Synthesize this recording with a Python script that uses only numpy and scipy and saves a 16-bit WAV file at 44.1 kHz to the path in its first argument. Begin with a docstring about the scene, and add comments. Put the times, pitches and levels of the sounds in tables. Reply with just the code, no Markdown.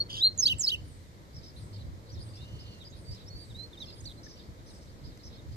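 """Light wind, distant traffic and hissing leaves run throughout. At once a caged seedeater under a tree
sings a reedy buzz, a rising whistle and two tumbling runs, tones of its syrinx that a garden wall echoes.
As it ends, a far bird starts repeating a thin falling 'tsee'; then others chirp in the trees.
A faint, far nasal call sounds from 2.3 to 2.85 s, as wings start to rustle and feet tick on the perches.
From about 3 s a second bird replies with whistles, slurs and a trill, followed by a faint echo."""
import sys
import numpy as np
from scipy import signal
from scipy.fft import rfft, irfft, next_fast_len
from scipy.io import wavfile
from scipy.ndimage import map_coordinates

SR = 44100
rng = np.random.default_rng(int(sys.argv[2]) if len(sys.argv) > 2 else 0)


def bounce(signal):
    """Save signal as a 16-bit WAV file at the path given by the first command-line argument."""
    frames = np.transpose(np.atleast_2d(signal))
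    limited = np.clip(frames, -1, 1)
    pcm = np.round(limited * 32767).astype(np.int16)
    wavfile.write(sys.argv[1], SR, pcm)


N = 245195
TIME_S = np.arange(N) / SR
SIDES = np.array([[.5], [-.5]])  # splits a left-right difference


def amp(db):
    """Amplitude from dB."""
    return 10 ** (np.asarray(db) / 20)


def along(points, hz):
    """Interpolate (Hz, value) points on a log axis."""
    knots_hz, values = np.transpose(points)
    return np.interp(np.log(hz + 1), np.log(knots_hz + 1), values)


def curve(points):
    """Interpolate (seconds, value) points at every sample."""
    return np.interp(TIME_S, *np.transpose(points))


def wobble(rate_hz):
    """Smooth random curve, rate_hz knots a second."""
    knots = rng.standard_normal(int(N * rate_hz / SR) + 4)
    return map_coordinates(knots, [TIME_S * rate_hz])


def filtered(x, response):
    """Apply a complex response, given as a function of Hz."""
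    size = next_fast_len(N + SR // 2)
    return irfft(rfft(x, size) * response(np.fft.rfftfreq(size, 1 / SR)), size)[..., :N]


def note(start_s, end_s, edge_s):
    """Sample indices of a note, its progress 0-1 and its soft-edged gate."""
    i = np.arange(max(int(start_s * SR), 0), min(int(max(end_s, start_s + .004) * SR), N))
    u = np.linspace(0, 1, len(i))
    ramp = np.clip(np.minimum(u, 1 - u) * len(i) / SR / edge_s, 0, 1)
    return i, u, np.sin(ramp * np.pi / 2) ** 2


def arch(u, first, middle, last):
    """Parabola through three values over a note."""
    return middle + (last - first) * (u - .5) + 2 * (first + last - 2 * middle) * (u - .5) ** 2


def phase_of(hz):
    """Running phase of a moving frequency."""
    return 2 * np.pi * np.cumsum(hz) / SR


def saw(phase):
    """Rounded swing: quick rise, slow fall."""
    return np.sin(phase) + np.sin(2 * phase) / 3


def placed(x, lag_ms):
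    """A source to one side reaches the left channel lag_ms later."""
    return filtered(x, lambda hz: np.exp(-2j * np.pi * hz * SIDES * lag_ms / 1000))


def diffuse(x, decay):
    """Dense reflections, different at each ear, dying away by (Hz, t60 in seconds) points."""
    hz, t, spectra = signal.stft(rng.standard_normal((2, SR // 2)), SR, nperseg=256)
    tail = signal.istft(spectra * amp(-60 * t / along(decay, hz)[:, None]), SR, nperseg=256)[1]
    return signal.fftconvolve(x[None], tail / np.linalg.norm(tail[0]), axes=1)[:, :N]


# Stereo likeness of noise. Each row: frequency in Hz, left-right correlation.
CORRELATION = [(40, 0.53), (120, 0.4), (300, 0.84), (600, 0.5), (1100, -0.65), (2000, 0.037), (3000, 0.055),
               (6000, 0.064)]

def rush(spectrum):
    """Stereo noise of rms 1 shaped by (Hz, dB) points, alike in the bass, unrelated in the treble."""
    def response(hz):
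        angle = np.arccos(np.clip(along(CORRELATION, hz), -1, 1)) / 2
        return amp(along(spectrum, hz)) * [np.cos(angle), np.sin(angle)]
    mid, side = filtered(rng.standard_normal((2, N)), response)
    noise = np.array([mid + side, mid - side])
    return noise / np.sqrt(np.mean(noise ** 2) + 1e-20)


# Wind rumble. Each row: frequency in Hz, relative density in dB.
WIND_SPECTRUM = [(12, -42), (20, -29), (53, -2), (97, -0.5), (114, -7), (135, -5), (195, -20.5),
                 (260, -20.5), (340, -25.5), (570, -120)]
# Gusts. Each row: start in seconds, length in seconds, level in dB.
WIND_GUSTS = [(0.124, 0.047, -46.5), (0.379, 0.023, -50), (0.491, 0.079, -38.5), (0.772, 0.1, -47.5),
              (1.349, 0.059, -45), (1.573, 0.11, -47), (1.813, 0.14, -41.5), (2.142, 0.079, -42),
              (2.275, 0.054, -49.5), (2.422, 0.019, -44), (2.527, 0.03, -42), (3.094, 0.035, -40),
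              (3.34, 0.045, -45.5), (3.522, 0.095, -47), (3.836, 0.044, -49), (4.023, 0.079, -45.5),
              (4.168, .012, -50), (4.234, 0.013, -50), (4.49, 0.021, -43), (5.032, 0.09, -44),
              (5.26, 0.028, -49.5), (5.47, 0.076, -44)]

def wind(calm_db=-52.5, crest_db=2):
    """Wind buffets the microphones: a restless rumble that swells with each gust."""
    power = amp(calm_db + 3.3 * wobble(7.1)) ** 2
    for start, length, db in WIND_GUSTS:
        width_s = .0083 + .4 * length
        power += amp(db + crest_db) ** 2 * np.exp(-((TIME_S - start - length / 2) / width_s) ** 2)
    return np.sqrt(power) * rush(WIND_SPECTRUM)


# Tyre roar over time. Each row: time in seconds, level in dB.
TYRE_LEVELS = [(0.0, -49), (0.06, -55), (0.66, -56), (0.9, -58.5), (2.14, -56), (2.32, -52.5), (2.34, -56),
               (5.56, -57)]
# Its colour. Each row: frequency in Hz, relative density in dB.
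TYRE_SPECTRUM = [(110, -4), (180, 2), (249, -5), (335, -2.5), (398, -7.5), (502, -5.5), (778, -16),
                 (973, -13.5), (1300, -17), (1690, -27), (2860, -120)]

def tyres(gain_db=3, flutter_db=.7):
    """Distant tyres roar on the road, fluttering slightly."""
    return amp(curve(TYRE_LEVELS) + gain_db + flutter_db * wobble(9)) * rush(TYRE_SPECTRUM)


# Engine drone. Each row: time in seconds, level in dB.
ENGINE_LEVELS = [(0, -48.5), (.5, -61.5), (.8, -57), (1.4, -64), (1.78, -38.5), (2.03, -55), (2.17, -41.5),
                 (2.95, -57.5), (3.6, -47.5), (3.78, -65), (4.08, -45), (4.35, -69), (5.25, -64),
                 (5.54, -42)]

def engine(hz=108, jitter=.06, waver_db=3.2, waver_hz=28):
    """A far engine drones on one unsteady tone."""
    level_db = curve(ENGINE_LEVELS) + waver_db * wobble(waver_hz)
    pitch = hz * (1 + jitter * wobble(waver_hz))
    return amp(level_db) * np.sin(phase_of(pitch))


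# Leaf hiss. Each row: frequency in Hz, relative density in dB.
LEAF_SPECTRUM = [(500, -13), (1100, -38), (1500, -7), (2100, -3.5), (2650, -13), (4000, -7), (5500, -11),
                 (7500, -14.5), (10000, -21.5), (12500, -18.5), (14500, -24.5), (15500, -52)]

def leaves(level_db=-63):
    """Leaves hiss almost steadily."""
    return amp(level_db + .31 * wobble(4.72)) * rush(LEAF_SPECTRUM)


# Feet on perch and bars. Each row: time in seconds, relative peak in dB.
FOOT_TICKS = [(2.5105, -62), (2.842, -48), (3.148, -41.5), (4.8576, -53), (5.175, -41)]
# Wing flutters. Each row: middle in seconds, half length in seconds, level in dB.
WING_FLUTTERS = [(2.57, .13, -69), (2.78, .07, -69), (3.13, .05, -65), (3.6, .08, -68), (4.78, .1, -69),
                 (5.52, .06, -69)]

def hops(tick_t60_s=.0064, wingbeat_hz=27, beat_db=4.2):
    """Claws tick and wings rustle in quick beats, both as bursts of bright noise."""
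    ticks = sum(amp(db - 5 - 60 * np.abs(TIME_S - s) / tick_t60_s) * (TIME_S >= s)
                for s, db in FOOT_TICKS)
    wings = sum(amp(db) * np.exp(-((TIME_S - s) / half) ** 2) for s, half, db in WING_FLUTTERS)
    beats = amp(beat_db * np.sin(2 * np.pi * wingbeat_hz * TIME_S))
    return (ticks + wings * beats) * rush([(500, -18), (2000, -3.5), (6000, 2), (9000, -6), (15000, -19)])


# Thin high calls. Each row: start in seconds, level in dB.
TSEE_CALLS = [(0.836, -56.5), (1.546, -56), (2.185, -54.5), (2.946, -58.5), (3.365, -56.5), (3.936, -55.5),
              (4.649, -58.5)]
# One call's contour. Each row: seconds into the call, pitch in Hz, gain in dB.
TSEE_CONTOUR = [(0, 9250, -8.5), (0.032, 9470, -4.5), (0.047, 8540, -3), (.065, 8500, -7.5),
                (0.087, 7450, -3.5)]

def tsee(jitter=.014):
    """A far bird repeats one thin tone, held and then dropped."""
    out, drift = np.zeros(N), wobble(700)
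    knots_s, hz, gain_db = np.transpose(TSEE_CONTOUR)
    for start, db in TSEE_CALLS:
        i, u, gate = note(start, start + knots_s[-1], edge_s=.0027)
        age_s = u * knots_s[-1]
        pitch = np.interp(age_s, knots_s, hz) * (1 + jitter * drift[i])
        out[i] += gate * amp(db + np.interp(age_s, knots_s, gain_db)) * np.sin(phase_of(pitch))
    return out


def twitter(leads, count=2, spread_s=.05, length_s=.035, hz=4400, glide_hz=900, gain_db=-11.5):
    """Rows for the fainter, raspy chirps of further birds, scattered around each leading chirp."""
    rows = []
    for lead_s, _, _, _, db, _ in leads:
        for delay, stretch, lift, slope in rng.standard_normal((count, 4)):
            start = lead_s + spread_s * (1 + delay)
            if start < N / SR - length_s:
                rows.append((start, length_s * np.exp(stretch / 3), hz * np.exp(.12 * lift),
                             glide_hz * slope, db + gain_db, 1))
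    return rows


# Tree birds. Each row: start in seconds, length in seconds, pitch in Hz, glide in Hz, level in dB, rasp.
TREE_CHIRPS = [(1.342, .054, 5350, -700, -55.5, .5), (1.428, .042, 5250, -500, -59.5, .9),
               (1.461, .046, 5200, -600, -59, .4), (1.558, .04, 4150, 200, -62, .6),
               (1.726, .046, 4570, 0, -59, .9), (1.783, .045, 4100, -100, -63, .9),
               (2.086, .033, 4750, 400, -59, .7), (2.113, .04, 5850, -900, -57, .3),
               (2.147, .043, 4050, -1400, -65.5, .5), (2.201, .036, 4880, 800, -56, .3),
               (2.283, .036, 4900, 400, -63, .3), (2.331, .025, 4750, 0, -60, .3),
               (2.348, .035, 5300, 600, -57.5, .7), (2.407, .026, 4330, 100, -57, .2),
               (2.587, .041, 5100, 600, -56, .3), (2.659, .027, 4250, -500, -62, .9),
               (2.7, .048, 4550, -100, -64, .8), (2.8, .04, 3700, -900, -57.5, .2),
               (2.844, .039, 5050, 450, -54.5, .4), (2.917, .03, 3950, 500, -61, .5),
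               (3.108, .056, 5100, -500, -58, .9), (3.153, .037, 4000, -1200, -61, .6),
               (3.188, .035, 3950, 200, -62, .9), (3.399, .062, 4230, -100, -65, .6),
               (3.784, .05, 5600, -300, -62, 1), (3.805, .05, 4550, 200, -59, .6),
               (3.865, .046, 4200, -300, -55.5, 1), (4.229, .042, 5520, -100, -56.5, 1),
               (4.278, .046, 5440, -200, -56.5, 1), (4.323, .026, 5950, -200, -58, .1),
               (4.367, .045, 4820, 0, -61.5, .9), (4.39, .028, 3750, -600, -60, .4),
               (4.659, .055, 5450, 0, -63, 1), (4.68, .04, 4200, -300, -64, .6),
               (4.733, .047, 5370, -300, -65, 1), (4.807, .04, 5500, 0, -67.5, 1),
               (4.87, .045, 4500, 900, -68, .5), (5.034, .035, 4750, -200, -62, .9),
               (5.045, .045, 5100, -300, -63, .8), (5.088, .032, 4550, -900, -65, .8),
               (5.19, .028, 4430, -400, -63, .6), (5.229, .058, 5420, -100, -57.5, 1),
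               (5.325, .047, 4350, 0, -62.5, 1), (5.372, .035, 3810, 0, -65, .3),
               (5.515, .04, 4700, 300, -66, .9)]
# Lines beside a chirp's tone. Each row: offset in steps, level in dB.
SYRINX_SIDEBANDS = [(-2, -12), (-1, -10), (1, -5)]

def chirps(spacing_hz=620, shimmer_db=2.2, hook_depth=.22, hook_s=.0045):
    """Chirps flick up, glide and drop; the two sides of the syrinx beat, adding raspy sidebands."""
    out, drift, bend = np.zeros(N), wobble(900), .012 * wobble(70)
    rows = TREE_CHIRPS + twitter(TREE_CHIRPS)
    lines = [(round(k), amp(db + shimmer_db * wobble(200))) for k, db in SYRINX_SIDEBANDS]
    shimmer = amp(shimmer_db * wobble(220))
    for start, length, hz, glide, db, rasp in rows:
        i, u, gate = note(start, start + length, edge_s=.006)
        hook = hook_depth * (np.exp(-u * length / hook_s) + np.exp((u - 1) * length / hook_s))
        jitter = (.006 + .011 * rasp) * drift[i]
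        pitch = (hz + glide * (u - .5)) * (1 - hook + bend[i] + jitter)
        step_hz = spacing_hz * np.exp(rng.normal(0, .1154))
        sidebands = sum(gain[i] * np.sin(phase_of(pitch + k * step_hz)) for k, gain in lines)
        out[i] += amp(db + 1.5) * gate * (shimmer[i] * np.sin(phase_of(pitch)) + rasp * sidebands)
    return out


def glides(rows, bow=0):
    """Turn pitch and glide into start, middle and end pitch; both ends sag by the share bow."""
    return [(start, length, hz * (1 - bow) - glide / 2, hz, hz * (1 - bow) + glide / 2, *rest)
            for start, length, hz, glide, *rest in rows]


# What the beak passes of overtones and hiss. Each row: frequency in Hz, gain in dB.
BEAK_RESPONSE = [(3000, 0), (6000, 5), (8500, 0), (10000, -1.5), (11500, 3.5), (13200, -4), (15000, -11)]

def syrinx(notes, pan, lag, fade_db, edge_s, rasp=0, overtone_db=-32, hiss_db=-44,
           waver=0, waver_db=0, waver_hz=75, trill_swing_hz=0, trill_db=0, trill_rate_hz=117):
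    """Nearly pure tones: swell to mid-note, then fade. Rasp adds unsteadiness, overtones and hiss."""
    out = np.zeros((2, N))
    drift = (.003 + .008 * rasp) * wobble(900)
    shimmer_db = (.3 + .6 * rasp) * wobble(450)
    drift += waver * wobble(waver_hz)
    shimmer_db += waver_db * wobble(waver_hz)
    hiss = rush([(1800, -2)] + BEAK_RESPONSE)
    trill_phase = phase_of(trill_rate_hz * (1 + .1 * wobble(39)))
    for start, length, *contour_hz, db, swell_db in notes:
        i, u, gate = note(start, start + length, min(edge_s, length / 2))
        glide = arch(u, *contour_hz)
        pitch = glide * (1 + drift[i]) + trill_swing_hz * saw(trill_phase[i])
        level_db = db - arch(u, swell_db, 0, fade_db) + shimmer_db[i] - trill_db * np.cos(trill_phase[i])
        phase = phase_of(pitch) - 2 * np.pi * glide * SIDES * along(lag, glide) / 1000
        overtones = sum(amp(along(BEAK_RESPONSE, k * pitch)) * np.sin(k * phase) * (k * pitch < SR / 2)
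                        for k in range(2, 5))
        voice = np.sin(phase) + amp(overtone_db + 3 * rasp) * overtones
        # Hiss grows more slowly than the tone, so soft notes are the harshest.
        harsh = rasp * amp(hiss_db + level_db / 2) * hiss[:, i]
        out[:, i] += gate * (np.sqrt(2) * amp(level_db) * voice + harsh) * amp(SIDES * along(pan, glide))
    return out


# Notes from the second bird's side, in four tables. Each row: start in seconds, length in seconds,
# pitch in Hz, glide in Hz, level in dB, swell in dB.
# The first holds two overtones of the far nasal call, then the reply's whistles from 3 s;
# its row at 4.17 s is a faint echo of the second bird's last notes.
WAVERING_TONES = [(2.365, .09, 3650, 520, -58, 2), (2.52, .27, 4380, -100, -65, 2),
                  (3.04, .105, 4690, 200, -52.5, 15), (3.254, .044, 5250, 1100, -51.5, 9),
                  (3.298, .152, 4530, 360, -49.5, 3), (3.537, .134, 4034, 580, -47.5, 6),
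                  (3.768, .026, 3700, -150, -48.5, 0), (3.918, .036, 4900, 0, -48, 2),
                  (3.975, .03, 4900, 0, -51, 0), (4.17, .04, 4200, 0, -60, 0),
                  (4.262, .015, 1740, 55, -51.5, 3)]
REPLY_SLURS = [(3.497, .0355, 3550, -1100, -54, 3), (3.729, .034, 3350, -1100, -51.5, 2),
               (3.8, .05, 3660, -950, -42, 13), (3.857, .026, 5150, -1100, -50, 0),
               (3.892, .022, 4850, -700, -48.5, 3), (4.003, .013, 6450, -1100, -51.5, 0),
               (4.056, .029, 4430, -900, -43.5, 5)]
REPLY_FLICKS = [(4.041, .012, 5900, 1500, -54, 0), (4.051, .01, 4050, 1600, -47.5, 4),
                (4.052, .012, 6700, 2700, -52, -2)]
REPLY_TRILL = [(4.083, .043, 3700, -600, -52.5, -2)]
# Their balance. Each row: frequency in Hz, left minus right in dB.
REPLY_PAN_DB = [(1800, 10), (4000, -6.5)]
# Their direction. Each row: frequency in Hz, left lag in ms.
REPLY_LAG_MS = [(1800, -0.4), (3900, -0.54), (4800, -0.51), (6500, -0.524)]

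def second_bird(rasp=1.1):
    """After the far nasal call's overtones, a bird whistles, slurs, flicks up and trills; an echo follows."""
    place = dict(pan=REPLY_PAN_DB, lag=REPLY_LAG_MS)
    quick = dict(place, rasp=rasp, edge_s=.004)
    wavering = dict(waver=.009, waver_db=2)
    tones = syrinx(glides(WAVERING_TONES, bow=.0097), fade_db=0, edge_s=.012, **place, **wavering)
    slurs = syrinx(glides(REPLY_SLURS, bow=.038), fade_db=7, overtone_db=-41, hiss_db=-47,
                   **quick, **wavering)
    flicks = syrinx(glides(REPLY_FLICKS), fade_db=7, overtone_db=-36, hiss_db=-54, **quick)
    trill = syrinx(glides(REPLY_TRILL, bow=-.03), fade_db=-3, overtone_db=-37, hiss_db=-41,
                   trill_swing_hz=340, trill_db=5, **quick)
    return tones + slurs + flicks + trill


def reedy_tone(pitch, throat, lag_ms):
    """Eight harmonics weighted by the throat's resonances, lag_ms later on the left."""
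    phase = phase_of(pitch) - 2 * np.pi * pitch * SIDES * lag_ms / 1000
    return sum(amp(along(throat, k * pitch)) * np.sin(k * phase) for k in range(1, 9))


# Nasal calls, two close and one far. Each row: start and end in seconds, start, middle and end pitch
# in Hz, level in dB, flutter depth in Hz, left lag in ms.
NASAL_CALLS = [(0.469, 0.484, 1590, 1610, 1580, -33.5, 30, 0.48),
               (0.687, 0.702, 1540, 1650, 1600, -38.5, 30, 0.447),
               (2.282, 2.852, 1199, 1490, 1272, -69, 40, -0.47)]
# Throat resonances. Each row: frequency in Hz, gain in dB.
NASAL_FORMANTS = [(1400, -33), (2200, -15), (2950, 12), (4400, -2.5), (6200, -3), (7600, -21), (10000, -18),
                  (14000, -23)]

def nasal_calls(flutter_hz=112, jitter=.032):
    """Low fluttering tones whose overtones are picked out by the throat."""
    out, drift = np.zeros((2, N)), wobble(1400)
    flutter = np.sin(phase_of(flutter_hz * (1 + .072 * wobble(60))))
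    for start, end, *contour_hz, db, depth_hz, lag_ms in NASAL_CALLS:
        i, u, gate = note(start, end, edge_s=(end - start) / 5)
        pitch = arch(u, *contour_hz) * (1 + jitter * drift[i]) + depth_hz * (flutter[i] + .23 * drift[i])
        out[:, i] += gate * amp(db) * reedy_tone(pitch, NASAL_FORMANTS, lag_ms)
    return out


# Throat resonances in the buzz. Each row: frequency in Hz, gain in dB.
BUZZ_FORMANTS = [(1500, -30), (2400, -16), (2950, 2), (3600, 5), (4250, -6.5), (4700, -9), (5200, -4),
                 (5750, -14), (6300, -9.5), (6900, -16), (7700, -21), (9400, -22), (11000, -32),
                 (14000, -36)]

def buzz(start_s=.087, end_s=.217, hz=1605, jitter=.038, swing_hz=115, swing_db=1, shimmer_db=1.8):
    """A swelling reedy tone flutters ever more slowly, sweeping overtones through the throat."""
    out = np.zeros((2, N))
    i, u, gate = note(start_s, end_s, edge_s=.016)
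    flutter_hz = np.interp(u, [0, 1], [160, 105]) * (1 + .3 * wobble(110)[i])
    swing = saw(phase_of(flutter_hz))
    climb = .17 * np.exp((i / SR - end_s) / .017)  # leads into the whistle
    pitch = hz * (1 + climb + jitter * wobble(1400)[i]) + swing_hz * swing
    level_db = np.interp(u, [0, 1], [-44.5, -39]) - swing_db * swing + shimmer_db * wobble(260.7)[i]
    out[:, i] = gate * amp(level_db) * reedy_tone(pitch, BUZZ_FORMANTS, lag_ms=.429)
    return out


# The tumbling run. Each row: seconds into the run, length in seconds, start, middle and end pitch in Hz,
# level in dB, swell in dB.
RUN_NOTES = [(0.002, .008, 6600, 7000, 7600, -33, 5), (.008, .037, 6750, 6450, 5750, -22.5, 7),
             (.047, .028, 5550, 5250, 4950, -19.8, 4), (.077, .026, 3700, 4430, 4850, -16.3, 9),
             (.106, .014, 3450, 3800, 4050, -20.5, 6), (.117, .047, 2720, 3060, 2480, -23.5, 3)]
# Each row is one run: start in seconds, spacing factor, initial pitch lift as a share, gain in dB.
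RUN_REPEATS = [(0.373, 1.002, 0, -3.5), (0.58, 1.113, 0.21, -6.5)]

def tumbling_runs(settle_s=.045, highest_hz=7830):
    """Notes of the run sung twice, the second time higher at first, slower and softer."""
    notes = []
    for start, stretch, lift, gain_db in RUN_REPEATS:
        for offset, length, *contour_hz, db, swell_db in RUN_NOTES:
            knots_s = offset + length * np.array([0, .5, 1])
            unsettled = np.clip(1 - knots_s / settle_s, 0, 1)
            lifted_hz = np.minimum(contour_hz * (1 + lift * unsettled), highest_hz)
            notes.append((start + offset * stretch, length, *lifted_hz, db + gain_db, swell_db))
    return notes


# Opening whistles. Each row: start in seconds, length in seconds, start, middle and end pitch in Hz,
# level in dB, swell in dB.
OPENING_WHISTLES = [(0, .021, 4300, 4360, 4480, -26, 0), (.204, .077, 3400, 4094, 4190, -20.2, 17)]
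# Voice cracks. Each row: start and length in seconds, pitch and glide in Hz, level and swell in dB.
VOICE_CRACKS = [(.128, .007, 4700, -400, -40, 0), (.166, .008, 3750, -300, -37.5, 0),
                (.413, .013, 5750, -300, -41, -4), (.441, .015, 5200, 0, -34, -4),
                (.61, .018, 6450, -500, -33, 0), (.624, .016, 5680, -300, -39, -4),
                (.656, .018, 4530, 0, -40, -4), (.688, .011, 4700, 0, -36, 0)]
# The caged bird's balance. Each row: frequency in Hz, left minus right in dB.
CAGE_PAN_DB = [(2700, 3), (3200, -7), (3700, -2.5), (4200, 1), (4650, -6), (6400, -3), (7600, -10)]
# Its direction. Each row: frequency in Hz, left lag in ms.
CAGE_LAG_MS = [(2700, 0.48), (3300, 0.48), (3700, 0.498), (4500, 0.515), (5200, 0.42), (6000, 0.513),
               (7800, 0.426)]

def caged_bird():
    """A buzz and clean whistles, then two raspy runs; the voice cracks in the buzz and between notes."""
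    def sing(notes, **voice):
        return syrinx(notes, CAGE_PAN_DB, CAGE_LAG_MS, **voice)
    return (buzz()
            + sing(OPENING_WHISTLES, fade_db=2, edge_s=.006, rasp=.3, overtone_db=-38)
            + sing(tumbling_runs(), fade_db=3.5, edge_s=.01, rasp=1.2, overtone_db=-33, hiss_db=-46)
            + sing(glides(VOICE_CRACKS), fade_db=4, edge_s=.006, rasp=4, overtone_db=-36, hiss_db=-48))


# Reflections. Each row: delay in seconds, gain in dB.
ECHO_TAPS = [(.0065, -18.5), (0.0168, -19), (0.018, -34), (0.056, -27.5)]

def echoes(x):
    """Distinct echoes from trunk, ground and wall."""
    return filtered(x, lambda hz: sum(amp(db) * np.exp(-2j * np.pi * hz * s) for s, db in ECHO_TAPS))


# Decay of the yard and of the cage's bars and perches. Each row: frequency in Hz, t60 in seconds.
YARD_DECAY = [(500, 0.12), (4000, 1), (9000, 0.73), (15000, 0.057)]
CAGE_DECAY = [(3000, .075), (12000, .09)]

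def scene():
    """The caged bird is close and dry; the further a bird, the more of it comes through the yard."""
    background = wind() + tyres() + engine() + leaves() + hops()
    close, reply, high, far = caged_bird() + nasal_calls(), second_bird(), tsee(), chirps()
    bars = amp(-11) * diffuse(close[1], CAGE_DECAY)
    cage = close + echoes(close) + bars + amp(-35) * diffuse(close[1], YARD_DECAY)
    foliage = amp(-8) * diffuse(reply[1], [(3000, .05), (9000, .04)])
    neighbour = amp(-3) * (reply + foliage) + amp(-24) * diffuse(reply[1], YARD_DECAY)
    branches = amp(-1.5) * diffuse(far, [(3000, .16), (12000, .08)])
    trees = amp([[-2], [3]]) * placed(far, lag_ms=-.491) + branches + amp(-19) * diffuse(far, YARD_DECAY)
    treetop = amp(-15) * placed(high, lag_ms=-.46) + amp(-1) * diffuse(high, YARD_DECAY)
    return cage + neighbour + trees + treetop + background


def record(dry):
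    """Brick-wall low-pass at 15450 Hz."""
    return filtered(dry, lambda hz: hz < 15450)


dry = scene()
out = record(dry)
bounce(out)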